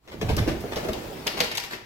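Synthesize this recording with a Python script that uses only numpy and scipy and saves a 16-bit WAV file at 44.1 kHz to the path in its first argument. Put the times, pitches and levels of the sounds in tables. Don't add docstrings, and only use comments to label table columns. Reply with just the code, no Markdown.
import sys
import numpy as np
from scipy import signal
from scipy.fft import rfft, irfft
from scipy.io import wavfile
from scipy.ndimage import uniform_filter1d

SR = 44100
rng = np.random.default_rng(int(sys.argv[2]) if len(sys.argv) > 2 else 0)


def inscribe(sig):
    pcm = np.round(np.clip(np.atleast_2d(sig).T, -1, 1) * 32767)
    wavfile.write(sys.argv[1], SR, pcm.astype(np.int16))


N = 81585

# t/s, relative level/dB, centre f/Hz
KNOCKS = [(.079, -24.5, 429), (.14, -15, 325), (.216, -5.5, 437), (.229, -3.5, 220), (.298, -5, 437),
          (.368, -5, 309), (.393, -6.5, 262), (.424, -11.5, 423), (.461, -9, 380), (.475, 0, 332),
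          (.512, -13, 626), (.563, -14, 354), (.639, -5.5, 414), (.765, -9, 472), (.83, -8.5, 625),
          (.85, -5, 373), (.8795, -4.5, 393), (.884, -6, 601), (.972, -8, 227), (1.405, -3, 494),
          (1.732, -16.5, 379)]
# f/Hz, relative level/dB, t60/s
WOOD_MODES = [(227, 1, 0.27), (333, 1.5, 0.073), (474, -5, 0.44), (636, 3.5, 0.16)]
# f/Hz, relative level/dB
THUD_COLOUR = [(50, -21), (200, 4.5), (400, -1.5), (700, -3), (1000, -19), (8000, -49)]
# t/s, relative level/dB, tilt/(dB/octave), chatter/s, struck spot f/Hz
CLACKS = [(.366, -10.5, 6, 0.0024, 5670), (.486, -12.5, -3.5, 0.0045, 2300), (.604, -22, 9.5, 0.0082, 6030),
          (.758, -12, -0.5, 0.014, 5800), (.931, -13.5, 1, 0.0065, 2880), (1.2652, -7.5, -10, 0.0021, 2060),
          (1.268, -2.5, 1, 0.0065, 4430), (1.277, -6.5, -3.5, 0.0037, 3020),
          (1.4034, 1, -0.4, 0.0026, 4320), (1.41, -3.5, -1, 0.0044, 2830), (1.514, -8.5, -2, 0.0097, 2720),
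          (1.5728, -7.5, 3, 0.0025, 6800), (1.579, -6.5, -1, 0.0046, 980), (1.6, -14.5, 0.5, 0.0026, 5400),
          (1.733, -12, -3, 0.011, 1920)]
# f/Hz, relative level/dB, t60/s
HARD_MODES = [(799, 4.5, 0.41), (956, 4, 0.26), (1839, 6.5, 0.29), (2770, 2, .3)]
# f/Hz, relative level/dB
CLACK_COLOUR = [(80, -39), (400, -11), (1000, -6), (1300, -7), (1900, -1), (4400, -3), (5300, -4.5),
                (6300, -9.5), (9500, -17), (12000, -11.5), (16000, -23)]
# t/s, relative level/dB, starting f/Hz
BUMPS = [(.229, -16, 188), (.247, -13, 117), (.291, -14.5, 100), (.314, -7.5, 83), (.331, -5.5, 110),
         (.366, -27, 142), (.398, -12.5, 142), (.412, -6.5, 83), (.423, -8, 101), (.485, -14, 80.6),
         (.898, -18.5, 71.4)]
# t/s, relative level/dB, length/s, tilt/(dB/octave)
SCUFFS = [(.074, -46.5, 0.025, -2.5), (.11, -45, 0.041, -3), (.2115, -31.5, 0.018, -1.5),
          (.284, -33, 0.036, -1.75), (.376, -29.5, 0.026, -2.1), (.468, -35, 0.053, -2),
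          (.717, -34.5, 0.023, -3.5), (.76, -33.5, 0.04, -4.5), (.841, -38.5, 0.02, -3),
          (.885, -30.5, 0.0094, -2), (1.369, -33, 0.04, -1.5), (1.43, -31.5, 0.028, -0.5),
          (1.549, -35, 0.015, 1.5), (1.629, -41.5, 0.039, 0), (1.7, -39, 0.052, -1)]
# f/Hz, relative level/dB
SCUFF_COLOUR = [(100, -3), (500, 4), (1100, 1.5), (2700, 2.5), (3700, -1), (5500, -3.5), (7500, -9),
                (9500, -13), (12500, -7.5), (16000, -22)]
# f/Hz, t60/s
GARAGE_DECAY = [(80, 0.52), (400, 0.44), (2000, 0.62), (5000, 0.49), (12000, 0.38)]
# f/Hz, relative level/dB
RUSH_COLOUR = [(100, -13.5), (230, -5), (390, -1.5), (520, -6), (800, -9), (1300, -15.5), (5000, -24),
               (9500, -32), (16000, -28.5)]
# t/s, level/dB
RUSH_LEVEL = [(0, -72), (0.057, -56.5), (.1, -50.5), (.2, -46.5), (.26, -38.5), (.6, -41.5), (.8, -35),
              (.98, -36.5), (1.2, -38.5), (1.42, -37.5), (1.6, -50.5), (1.85, -52.5)]
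# t/s, level/dB
RUMBLE_LEVEL = [(0, -69.5), (.1, -53.5), (.3, -29), (.7, -42), (1.1, -44), (1.3, -51), (1.85, -52.5)]
# f/Hz, coherence (0-1)
PORT_COHERENCE = [(100, 0.89), (300, 0.9), (600, 0.39), (1200, 0)]
# f/Hz, level/dB
PORT_BALANCE = [(330, -2.6), (700, -1), (1900, 3.4), (5400, 4.4), (9000, -.4)]

SWING_RISE_S = 0.0036


def knock(db, centre_hz, ring_db=-31, swing_db=-15.5, thud_db=-1, reach_octaves=0.66):
    t = np.arange(SR // 3) / SR
    ring = np.zeros(len(t))
    for hz, level, t60 in WOOD_MODES:
        drive = np.exp(-(np.log2(hz / centre_hz) / reach_octaves) ** 2) * rng.choice([-1, 1])
        ring += amp(level) * drive * decay(t, t60) * np.sin(2 * np.pi * hz * t)
    swing = (1 - np.exp(-t / SWING_RISE_S)) * decay(t, t60=0.059) * np.sin(2 * np.pi * centre_hz * t)
    thud = signal.fftconvolve(burst(t, fade_s=0.0083), colour(THUD_COLOUR))[:len(t)]
    thud /= np.linalg.norm(thud)
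    return amp(db) * (amp(ring_db) * ring + amp(swing_db) * swing + amp(thud_db) * thud)


def clack(db, tilt_db, chatter_s, spot_hz, spot_db=-2, ring_db=-48.5, boost_db=2.5):
    t = np.arange(SR // 3) / SR
    crack = signal.fftconvolve(burst(t, chatter_s), colour(CLACK_COLOUR, tilt_db))[:len(t)]
    crack += amp(spot_db) * signal.lfilter(*signal.iirpeak(spot_hz, Q=6, fs=SR), crack)
    crack /= np.linalg.norm(crack)
    ring = sum(amp(level) * decay(t, t60) * np.sin(2 * np.pi * (hz * t + rng.random()))
               for hz, level, t60 in HARD_MODES)
    return amp(db + boost_db) * (crack + amp(ring_db) * ring)


def bump(db, hz, sag_s=0.1):
    t = np.arange(SR // 3) / SR
    cycles = hz * sag_s * (1 - np.exp(-t / sag_s))
    envelope = (1 - np.exp(-t / SWING_RISE_S)) * decay(t, t60=0.049)
    return amp(db) * envelope * np.sin(2 * np.pi * cycles)


def scuff(db, length_s, tilt_db, grains_per_s=5000, spread_db=3):
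    progress = np.arange(SR // 5) / SR / length_s
    size = len(progress)
    grains = rng.standard_normal(size) * (rng.random(size) < grains_per_s / SR)
    grains *= amp(spread_db * np.minimum(rng.exponential(1, size), 4))
    stroke = progress ** 0.79 * np.exp(-2.4 * progress ** 1.21)
    friction = unit_rms(grains) * stroke / stroke.max()
    return amp(db) * signal.fftconvolve(friction, colour(SCUFF_COLOUR, tilt_db))


def place(events, source, wet_db, left_lag_s=0.00013, spot_count=3):
    spots, reflections = np.zeros((spot_count, N)), np.zeros((2, N))
    for k, (start_s, *settings) in enumerate(events):
        sound = source(*settings)
        add(spots[k % spot_count], start_s, sound)
        for port, echo in zip(reflections, clutter(sound)):
            add(port, start_s, echo)
    direct = spots.sum(0)
    left = np.pad(direct, (round(left_lag_s * SR), 0))[:N]
    return np.array([left, direct]) + reflections + sum(garage(spot, wet_db) for spot in spots)


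def clutter(sound, db=1, above_hz=423):
    t = np.arange(1024) / SR
    echoes = np.array([burst(t, fade_s=0.004) for port in range(2)])
    echoes = signal.lfilter(*signal.butter(2, above_hz, "high", fs=SR), echoes)
    echoes /= np.linalg.norm(echoes, axis=1, keepdims=True)
    return amp(db) * signal.fftconvolve(sound[None], echoes, axes=1)


def garage(sound, wet_db, build_s=0.0016):
    hz, t, bands = signal.stft(diffuse_noise(SR), SR, nperseg=256)
    tail = signal.istft(bands * decay(t, read(GARAGE_DECAY, hz)[:, None]), SR, nperseg=256)[1]
    tail *= 1 - np.exp(-np.arange(tail.shape[1]) / SR / build_s)
    tail /= np.linalg.norm(tail[0])
    return amp(wet_db) * signal.fftconvolve(sound[None], tail, axes=1)[:, :N]


def room_rush(patchy_db=2):
    frames = dict(fs=SR, nperseg=1024, noverlap=768)
    hz, _, bands = signal.stft(diffuse_noise(N), **frames)
    patches = uniform_filter1d(rng.standard_normal(bands.shape[1:]), size=10, axis=0)
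    patches = unit_rms(uniform_filter1d(patches, size=8, axis=1))
    bands *= amp(read(RUSH_COLOUR, hz)[:, None] + patchy_db * patches)
    rush = signal.istft(bands, **frames)[1][:, :N]
    return follow(rush, RUSH_LEVEL)


def rumble(band_hz=(34, 152)):
    low = signal.lfilter(*signal.butter(2, band_hz, "band", fs=SR), diffuse_noise(N))
    return follow(low, RUMBLE_LEVEL)


def diffuse_noise(size):
    unrelated, right = rfft(rng.standard_normal((2, size)))
    coherence = read(PORT_COHERENCE, np.fft.rfftfreq(size, 1 / SR))
    left = coherence * right + np.sqrt(1 - coherence ** 2) * unrelated
    return irfft(np.array([left, right]), size)


def burst(t, fade_s):
    fade = np.exp(-t / fade_s / 2)
    spectrum = rfft(rng.standard_normal(len(t)) * fade, 2 * len(t))
    spray = irfft(spectrum / (abs(spectrum) + 1e-12))[:len(t)] * fade
    return spray / np.linalg.norm(spray)


def colour(points, tilt_db=0):
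    hz = abs(np.fft.fftfreq(2048, 1 / SR))
    octaves = np.log2(np.maximum(hz, 500) / 3000)
    log_gain = np.log(amp(read(points, hz) + tilt_db * octaves))
    click = np.fft.ifft(np.exp(np.conj(signal.hilbert(log_gain)))).real
    return click / np.linalg.norm(click)


def amp(db):
    return 10 ** (np.asarray(db) / 20)


def decay(t, t60):
    return amp(-60 * t / t60)


def unit_rms(x):
    return x / np.sqrt(np.mean(x ** 2) + 1e-20)


def follow(noise, levels):
    return unit_rms(noise) * amp(np.interp(np.arange(N) / SR, *np.transpose(levels)))


def read(points, hz):
    f, value = np.transpose(points)
    return np.interp(np.log(hz + 1), np.log(f + 1), value)


def add(mix, start_s, sound):
    part = mix[round(start_s * SR):][:len(sound)]
    part += sound[:len(part)]


def scene():
    bumps = place(BUMPS, bump, wet_db=-7)
    knocks = place(KNOCKS, knock, wet_db=-1)
    scuffs = place(SCUFFS, scuff, wet_db=-2)
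    clacks = place(CLACKS, clack, wet_db=0, left_lag_s=0.00031)
    return knocks + clacks + bumps + scuffs + room_rush() + rumble()


def record(dry):
    lean_db = read(PORT_BALANCE, np.fft.rfftfreq(2 * N, 1 / SR)) / 2
    ports = irfft(rfft(dry, 2 * N) * amp([lean_db, -lean_db]))[:, :N]
    lowpass = signal.firwin(511, cutoff=15950, window=("kaiser", 9), fs=SR)
    return signal.oaconvolve(ports, lowpass[None], "same")


dry = scene()
out = record(dry)
inscribe(out)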